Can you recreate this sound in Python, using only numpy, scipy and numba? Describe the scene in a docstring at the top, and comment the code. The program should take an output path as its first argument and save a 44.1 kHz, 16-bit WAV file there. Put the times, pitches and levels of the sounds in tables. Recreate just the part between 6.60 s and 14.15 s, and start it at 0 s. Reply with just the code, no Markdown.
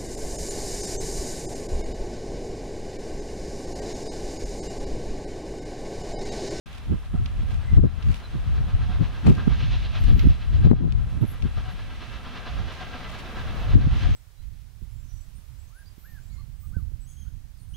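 """Steam locomotive across a windy field

An engine puffs nearly nine times a second over the roll of its train: each release of steam excites
the resonances of the chimney and blast pipe. Gusts buffet two microphone ports and drive a limiter,
which ducks the whole sound. Dry grass rustles and ticks close by, eddies shed at an edge whistle
thinly, and small birds call far off."""
import sys
import numpy as np
from scipy import signal
from scipy.fft import irfft, next_fast_len
from scipy.io import wavfile
from scipy.ndimage import uniform_filter1d
from numba import njit

SR = 44100
rng = np.random.default_rng(int(sys.argv[2]) if len(sys.argv) > 2 else 0)


def output_pcm(signal):
    """Save a mono or channel-first signal as 16-bit PCM at the path in sys.argv[1].

    Samples are clipped to [-1, 1] before scaling.
    """
    pcm = np.clip(np.atleast_2d(signal).T, -1, 1) * 32767
    wavfile.write(sys.argv[1], SR, np.round(pcm).astype(np.int16))


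N = 332955
TIME = np.arange(N) / SR
FREQ = np.maximum(np.fft.rfftfreq(2 * next_fast_len(N // 2 + 1, True), 1 / SR), 1)

# Levels are relative within each source; balance is left minus right.
# exhaust as the air carries it over: t/s, bark level/dB, hiss level/dB
EXHAUST_LEVELS = [(0.1, -54, -59), (.45, -48.5, -61), (.9, -48, -54), (1.7, -47, -54), (2.45, -41.5, -46),
                  (2.8, -38, -45.5), (3.05, -42.5, -37.5), (3.42, -38.5, -38.5), (3.78, -51, -48),
                  (4.05, -41.5, -44.5), (4.55, -54, -58.5), (4.98, -41, -48), (5.25, -46.5, -48),
                  (5.85, -38, -42.5), (6.25, -39.5, -44.5), (6.65, -41.5, -47), (7.25, -41.5, -43.5),
                  (7.52, -37.5, -42)]
# valve setting; three cylinders give six beats to a wheel turn: delay/s, accent/dB
VALVE_BEATS = [(0.011, 0.5), (-0.0031, 1.2), (-0.0063, 0.8), (-0.003, -1.8), (-0.0071, 1.3), (0.0014, .5)]
# resonances: f/Hz, width/Hz, level/dB
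CHIMNEY_MODES = [(245, 45, 1), (650, 60, -7), (738, 44, 2.5), (1030, 100, -6), (1215, 80, -4),
                 (1340, 90, -2), (1600, 70, 1.5), (1700, 90, -6), (1990, 90, -5.5)]  # chimney and smokebox
NOZZLE_MODES = [(2290, 90, -5), (2650, 140, 2), (2960, 70, 0), (3260, 110, -1), (3560, 110, -4),
                (4000, 130, -5)]  # blast pipe
EDGE_TONES = [(7600, 500, -3), (11120, 90, 0), (11500, 110, -2), (12580, 110, -4), (12745, 90, -5),
              (14450, 130, -5)]  # air flowing past an edge
# rolling train: t/s, wheel roar level/dB, rail and steam hiss level/dB
ROLL_LEVELS = [(0.0, -47.5, -51), (0.5, -52.5, -54.5), (1.0, -48.5, -51), (1.8, -47, -49.5),
               (2.7, -43.5, -48), (3.1, -47, -44.5), (3.8, -48, -51), (4.5, -48.5, -53.5),
               (5.0, -52.5, -49.5), (5.6, -45.5, -48), (6.2, -43.5, -44.5), (7.05, -39, -44.5),
               (7.55, -45, -40.5)]
# breeze between gusts: t/s, pressure level/dB
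BREEZE_LEVELS = [(0.1, -42), (.75, -24.5), (1.35, -24.5), (1.65, -35), (1.8, -29), (2.25, -20.5),
                 (2.55, -28), (3.3, -24), (4.35, -22.5), (4.55, -28.5), (5.05, -28), (5.4, -33), (6.5, -39),
                 (6.95, -30), (7.2, -12), (7.55, -20.5)]
# short swells: t/s, level/dB, duration/s, balance/dB
PORT_GUSTS = [(.32, -17, 0.067, -2), (.6, -22, 0.13, 2.5), (.85, -28, 0.072, -6), (1.19, -5, 0.095, 3),
              (1.49, -13.5, 0.054, 5), (1.95, -18.5, 0.22, 0.5), (2.15, -17.5, 0.034, 1),
              (2.41, -23, 0.097, 11), (2.7, -13, 0.058, -1.5), (2.92, -17, 0.077, -8.5),
              (3.18, -26.5, 0.12, 13.5), (3.49, -10.5, 0.13, 5.5), (3.67, -9, 0.083, -1),
              (3.92, -18, 0.088, 9), (4.09, -9, 0.13, 2), (4.31, -14.5, 0.17, 7.5), (4.85, -20.5, 0.053, 7),
              (4.98, -20.5, 0.056, 2.5), (6.0, -25, 0.14, -7.5), (7.16, -9, 0.066, 4),
              (7.34, -12.5, 0.062, -4.5), (7.51, -17, 0.07, 3)]  # gusts reaching the microphone
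PORT_BUFFETS = [(0.32, -18.5, .042, -8.5), (.549, -23.5, 0.015, -19), (1.187, -11, 0.02, 15.5),
                (1.247, -7, 0.027, 6.5), (1.761, -22, 0.029, -3), (2.418, -17.5, 0.026, 12),
                (2.695, -5.5, 0.048, 2), (2.78, -25.5, 0.082, -2), (2.879, -9, 0.0067, -9),
                (3.49, -24, 0.024, -4), (3.655, -19, 0.028, -10), (4.067, -8, 0.025, 7.5),
                (4.125, -4, 0.034, 9), (4.242, -13, 0.071, 7), (4.632, -14.5, 0.024, -12),
                (4.838, -26, 0.016, 6), (7.17, -13.5, 0.028, -5), (7.272, -12.5, 0.011, -2.5)]  # single eddies striking the ports
GRASS_RUSTLES = [(.16, -46, 0.05, -3), (.46, -56, 0.033, -4), (.925, -47.5, 0.053, -1),
                 (1.535, -44, 0.075, -1), (2.684, -45, 0.039, 12), (2.73, -49.5, 0.085, 2.5),
                 (3.43, -51, .08, 1), (3.62, -56, 0.047, 6), (6.133, -48.5, 0.032, 2),
                 (6.513, -45.5, 0.047, 5), (6.6, -48.5, .02, 7)]  # dry grass brushing nearby
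# suction as an eddy breaks on a port: t/s, level/dB, half width/s, balance/dB
SUCTION_JOLTS = [(1.24, -7, .00069, 8.5), (2.668, -14, 0.00032, 8), (2.68, -11.5, 0.00037, 4.5),
                 (3.673, -13.5, 0.0014, -24), (4.073, -10, 0.00078, 12), (4.115, 2.5, 0.00088, 10.5),
                 (4.133, -10, 0.00045, 9.5), (7.158, -2, 0.0014, 10)]
# dry stalks snapping: t/s, level/dB, decay time/s, balance/dB
STALK_TICKS = [(0.659, -36.5, 0.0047, -3), (1.425, -42, 0.0062, 1), (3.594, -34.5, .005, -4),
               (4.323, -32.5, 0.0019, -3), (4.823, -38, 0.0025, 3)]
# fast air at the edge: t/s, level/dB, duration/s, shedding f/Hz
EDGE_WHISTLES = [(3.416, -62.5, 0.058, 11000), (3.502, -66, 0.043, 11600), (3.585, -57, 0.051, 13900),
                 (3.676, -66, 0.064, 11500), (4.621, -61, 0.02, 12700), (4.702, -53.5, 0.047, 11100),
                 (5.124, -64, .025, 11000)]
# bird notes: t/s, duration/s, start f/Hz, end f/Hz, level/dB
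BIRD_NOTES = [(.82, .08, 8450, 8100, -77), (1.074, .13, 8100, 8020, -71), (1.103, 0.07, 2060, 2035, -51),
              (1.652, 0.02, 4130, 4060, -47), (1.74, 0.062, 4100, 4070, -63)]
# noise spectra: f/Hz, level/dB
BLAST_SPECTRUM = [(100, 1.5), (250, 4.5), (450, 7), (700, 4), (1250, 7), (1850, 1), (3000, -22),
                  (6000, -49)]
STEAM_SPECTRUM = [(700, -28.5), (1800, -0.5), (2300, 1.5), (2800, 1.5), (3300, 1.5), (4000, 0),
                  (4600, -3.5), (6000, -12.5), (7500, -30.5), (15000, -68)]
WHEEL_SPECTRUM = [(60, 18.5), (200, 13), (350, 4.5), (520, 5.5), (750, 2.5), (900, 2.5), (1300, 1),
                  (1900, -8), (3000, -35), (7000, -29)]
RAIL_SPECTRUM = [(800, -14), (1900, 5), (2800, 3), (3900, 0), (4700, -4.5), (6200, -8.5), (7500, -18.5),
                 (15000, -35)]
TURBULENCE_SPECTRUM = [(10, -17), (22, 1), (42, 7.5), (70, 6), (120, -0.5), (170, -14.5), (250, -23),
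                       (400, -42.5), (800, -69), (2000, -76)]
EDDY_SPECTRUM = [(25, -22), (70, 3.5), (140, 7), (280, -6), (420, -16.5), (650, -31), (1300, -38),
                 (3000, -60), (8000, -73)]
GRASS_SPECTRUM = [(600, -3), (1500, 3), (2600, 12), (5500, 0.5), (7000, -4), (9500, -7.5), (12500, -12),
                  (15000, -30)]
STALK_SPECTRUM = [(1000, -22), (2000, 6), (2500, 11), (4000, 6), (5600, -0.5), (7500, -15), (11000, -25),
                  (15000, -35)]
LEAF_SPECTRUM = [(100, 1.5), (1000, 3), (4000, -7.5), (7000, -3.5), (9500, -2.5), (12000, -7.5),
                 (16000, -16)]


def exhaust(rise_s=0.03, fall_s=0.046, echo_s=0.06, echo_db=-13, ring_db_per_s=0.5648):
    """Forced resonance: each puff of steam rings the chimney and hisses; a hillside reflects it."""
    puffs = np.zeros(N)
    for onset, strength in beats():
        age = TIME - onset
        decay = np.where(age < 0, (age / rise_s) ** 2, (abs(age) / fall_s) ** 1.5)
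        puffs += strength * np.exp(-np.minimum(decay, 20))
    bark, hiss = undb(curves(EXHAUST_LEVELS)) * puffs
    ring = 0
    for hz, width, db in CHIMNEY_MODES:
        excitation = undb(db + 2.9 * walk(16)) * np.sqrt(width)  # no two puffs stir a mode alike
        ring += excitation * noise(resonances([(hz, width, 0)]), correlation=0.85)
    clarity = undb(-3 + ring_db_per_s * TIME)  # grows as the engine comes into the open
    throat = undb(-1) * noise(spectrum(BLAST_SPECTRUM), correlation=0.91) + clarity * ring / ring.std()
    steam_colour = spectrum(STEAM_SPECTRUM) + undb(3) * resonances(NOZZLE_MODES)
    steam = noise(steam_colour, correlation=0.96) * pan(-1.2)
    jet = undb(-5) * bark * throat + undb(-3) * hiss * steam
    jet *= undb(walk(90))  # the jet tears as it leaves the chimney
    echo = np.pad(jet[::-1], ((0, 0), (int(echo_s * SR), 0)))[:, :N]  # left and right exchanged
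    return jet + undb(echo_db) * echo


def beats(first_s=0.0895, start_hz=8.401, hz_per_s=0.0789):
    """Uniform acceleration: the wheels pace the beats; the valves offset each time and strength."""
    elapsed = TIME - first_s
    cycles = start_hz * elapsed + hz_per_s * elapsed ** 2 / 2
    beat = np.arange(int(cycles[-1]) + 1)
    delay_s, accent_db = np.array(VALVE_BEATS)[beat % len(VALVE_BEATS)].T
    return zip(np.interp(beat, cycles, TIME) + delay_s, undb(accent_db))


def rolling():
    """Rolling noise: wheels roar and rails hiss with the chimney's draught, wavering in moving air."""
    roar_db, hiss_db = curves(ROLL_LEVELS)
    roar_colour = spectrum(WHEEL_SPECTRUM) + undb(-1) * resonances(CHIMNEY_MODES)
    hiss_colour = spectrum(RAIL_SPECTRUM) + undb(-2) * resonances(NOZZLE_MODES)
    roar = undb(roar_db + 2 + 0.52 * walk(10)) * noise(roar_colour, correlation=0.68)
    hiss = undb(hiss_db - 3 + walk(21)) * noise(hiss_colour, correlation=0.54)
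    return roar + hiss * pan(-1.1)


def wind(fine_exponent=1.43, wander_db=3):
    """Turbulent pressure pushes one port as it pulls the other; harder gusts shed smaller eddies."""
    flutter_db = 1.2 * walk(22)
    lulls_db = wander_db * np.array([walk(12), walk(12)])  # each port feels its own
    breeze = undb(curves(BREEZE_LEVELS)[0] + lulls_db)
    force_db = 20 * np.log10(np.hypot(breeze, bursts(PORT_GUSTS))) + flutter_db
    rumble = steady(noise(spectrum(TURBULENCE_SPECTRUM), correlation=-0.55), span_s=0.11)
    eddy_colour = spectrum(EDDY_SPECTRUM)
    fine = noise(eddy_colour, correlation=-0.45) * undb(fine_exponent * force_db - 13 + 6.33 * walk(45))
    buffets = bursts(PORT_BUFFETS) * steady(noise(eddy_colour, correlation=-0.46), span_s=0.023)
    return undb(force_db - 2) * rumble + fine + undb(-2) * buffets


def jolts():
    """Pressure transients: a brief suction between two small pushes, in antiphase at the other port."""
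    out = 0
    for at, db, half_width, balance_db in SUCTION_JOLTS:
        suction = (((TIME - at) / half_width) ** 2 - 1) * swell(at, 2 * half_width)
        out += undb(db) * pan(balance_db) * np.array([suction, -suction])
    return out


def vegetation():
    """Friction and fracture: leaves hiss, grass brushes, and stalks snap with exponential decay."""
    leaves = undb(-64 + 0.72 * walk(2.2)) * noise(spectrum(LEAF_SPECTRUM), correlation=0.044) * pan(2.7)
    brushing = undb(-3 + 4.4 * walk(300)) * bursts(GRASS_RUSTLES)
    grass = brushing * noise(spectrum(GRASS_SPECTRUM), correlation=0.17)
    snaps = sum(undb(db) * (TIME > at) * np.exp(-abs(TIME - at) / decay) * pan(balance_db)
                for at, db, decay, balance_db in STALK_TICKS)
    stalks = undb(1) * snaps * noise(spectrum(STALK_SPECTRUM), correlation=0.2)
    return leaves + grass + stalks


def whistles(reach_hz=1500, spill=0.25):
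    """Vortex shedding: the edge tones nearest the shedding frequency sing most, in a ragged flutter."""
    out = 0
    for hz, width, db in EDGE_TONES:
        drive = 0
        for at, drive_db, length, shedding_hz in EDGE_WHISTLES:
            coupling = spill + 1 / (1 + ((hz - shedding_hz) / reach_hz) ** 4)
            drive += undb(drive_db) * swell(at, length) * coupling
        out += undb(db + 3.9 * walk(90)) * drive * noise(resonances([(hz, width, 0)]), correlation=0.2)
    return undb(-5) * out * pan(7)


def birds():
    """Random modulation: thin, falling notes blur in pitch and level on their way through trees."""
    out = 0
    for at, length, start_hz, end_hz, db in BIRD_NOTES:
        glide_hz = np.interp(TIME, [at - length / 2, at + length / 2], [start_hz, end_hz])
        phase = 2 * np.pi * np.cumsum(glide_hz + 45 * walk(220)) / SR
        out += undb(db + 3.5 * walk(110)) * swell(at, length) * np.sin(phase)
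    return out


def undb(db):
    """Amplitude ratio of a level in decibels."""
    return 10 ** (np.asarray(db) / 20)


def curves(table):
    """Linear interpolation of a table's columns in time."""
    times, *columns = np.transpose(table)
    return [np.interp(TIME, times, column) for column in columns]


def spectrum(points):
    """Spectral envelope: gain interpolated in level against log frequency."""
    hz, db = np.transpose(points)
    return undb(np.interp(np.log(FREQ), np.log(hz), db))


def resonances(modes):
    """Modal sum: gain at every frequency from Lorentzian peaks."""
    return sum(undb(db) / (1 + ((FREQ - hz) / width * 2) ** 2) for hz, width, db in modes)


def noise(colour, correlation):
    """Partial coherence: mid and side noise mix into a coloured stereo pair of rms 1."""
    size = (2, len(colour))
    mid, side = irfft(colour * (rng.standard_normal(size) + 1j * rng.standard_normal(size)))[:, :N]
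    pair = np.sqrt(1 + correlation) * mid + np.sqrt(1 - correlation) * np.array([side, -side])
    return pair / pair.std()


def walk(rate_hz):
    """Random fluctuation: values held for 1 / rate_hz and smoothed twice; standard deviation 1."""
    hold = int(SR / rate_hz)
    steps = np.repeat(rng.standard_normal(N // hold + 1), hold)
    smooth = uniform_filter1d(uniform_filter1d(steps, hold), hold)[:N]
    return smooth / smooth.std()


def steady(x, span_s):
    """Division by the running rms evens out the chance swells of a noise."""
    window = int(span_s * SR / 2) + 1
    power = uniform_filter1d(uniform_filter1d(x ** 2, window), window)
    return x / np.sqrt(power + 0.01)


def swell(at, length):
    """Gaussian envelope of height 1 and standard deviation length / 2."""
    return np.exp(-np.minimum(((TIME - at) / length) ** 2 * 2, 50))


def pan(db):
    """Left and right gains for a level difference."""
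    return undb(np.array([[db], [-db]]) / 2)


def bursts(table):
    """Stereo envelope of short Gaussian swells."""
    return sum(undb(db) * swell(at, length) * pan(balance_db) for at, db, length, balance_db in table)


def scene():
    """Superposition of the distant train, the wind on the microphone and the field around."""
    return exhaust() + rolling() + wind() + jolts() + vegetation() + whistles() + birds()


@njit
def follow(x, attack, release):
    """Envelope detection: a first-order lag with separate rates of rise and fall."""
    out, level = np.empty(len(x)), 0.
    for i in range(len(x)):
        level += (x[i] - level) * (attack if x[i] > level else release)
        out[i] = level
    return out


def record(dry, ceiling_db=-2, attack_s=0.0004, release_s=0.28, start_s=0.058, cutoff_hz=15800):
    """Peak limiting ducks everything after hard gusts; the sound opens at start_s and is low-passed."""
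    peak = follow(abs(dry).max(axis=0), 1 / (attack_s * SR), 1 / (release_s * SR))
    limited = np.clip(dry / np.maximum(peak / undb(ceiling_db), 1), -1, 1)
    fade_in = np.clip((TIME - start_s) / 0.0028, 0, 1)
    lowpass = signal.ellip(10, 0.2, 80, cutoff_hz, fs=SR, output="sos")
    return signal.sosfilt(lowpass, limited * fade_in)


dry = scene()
out = record(dry)
output_pcm(out)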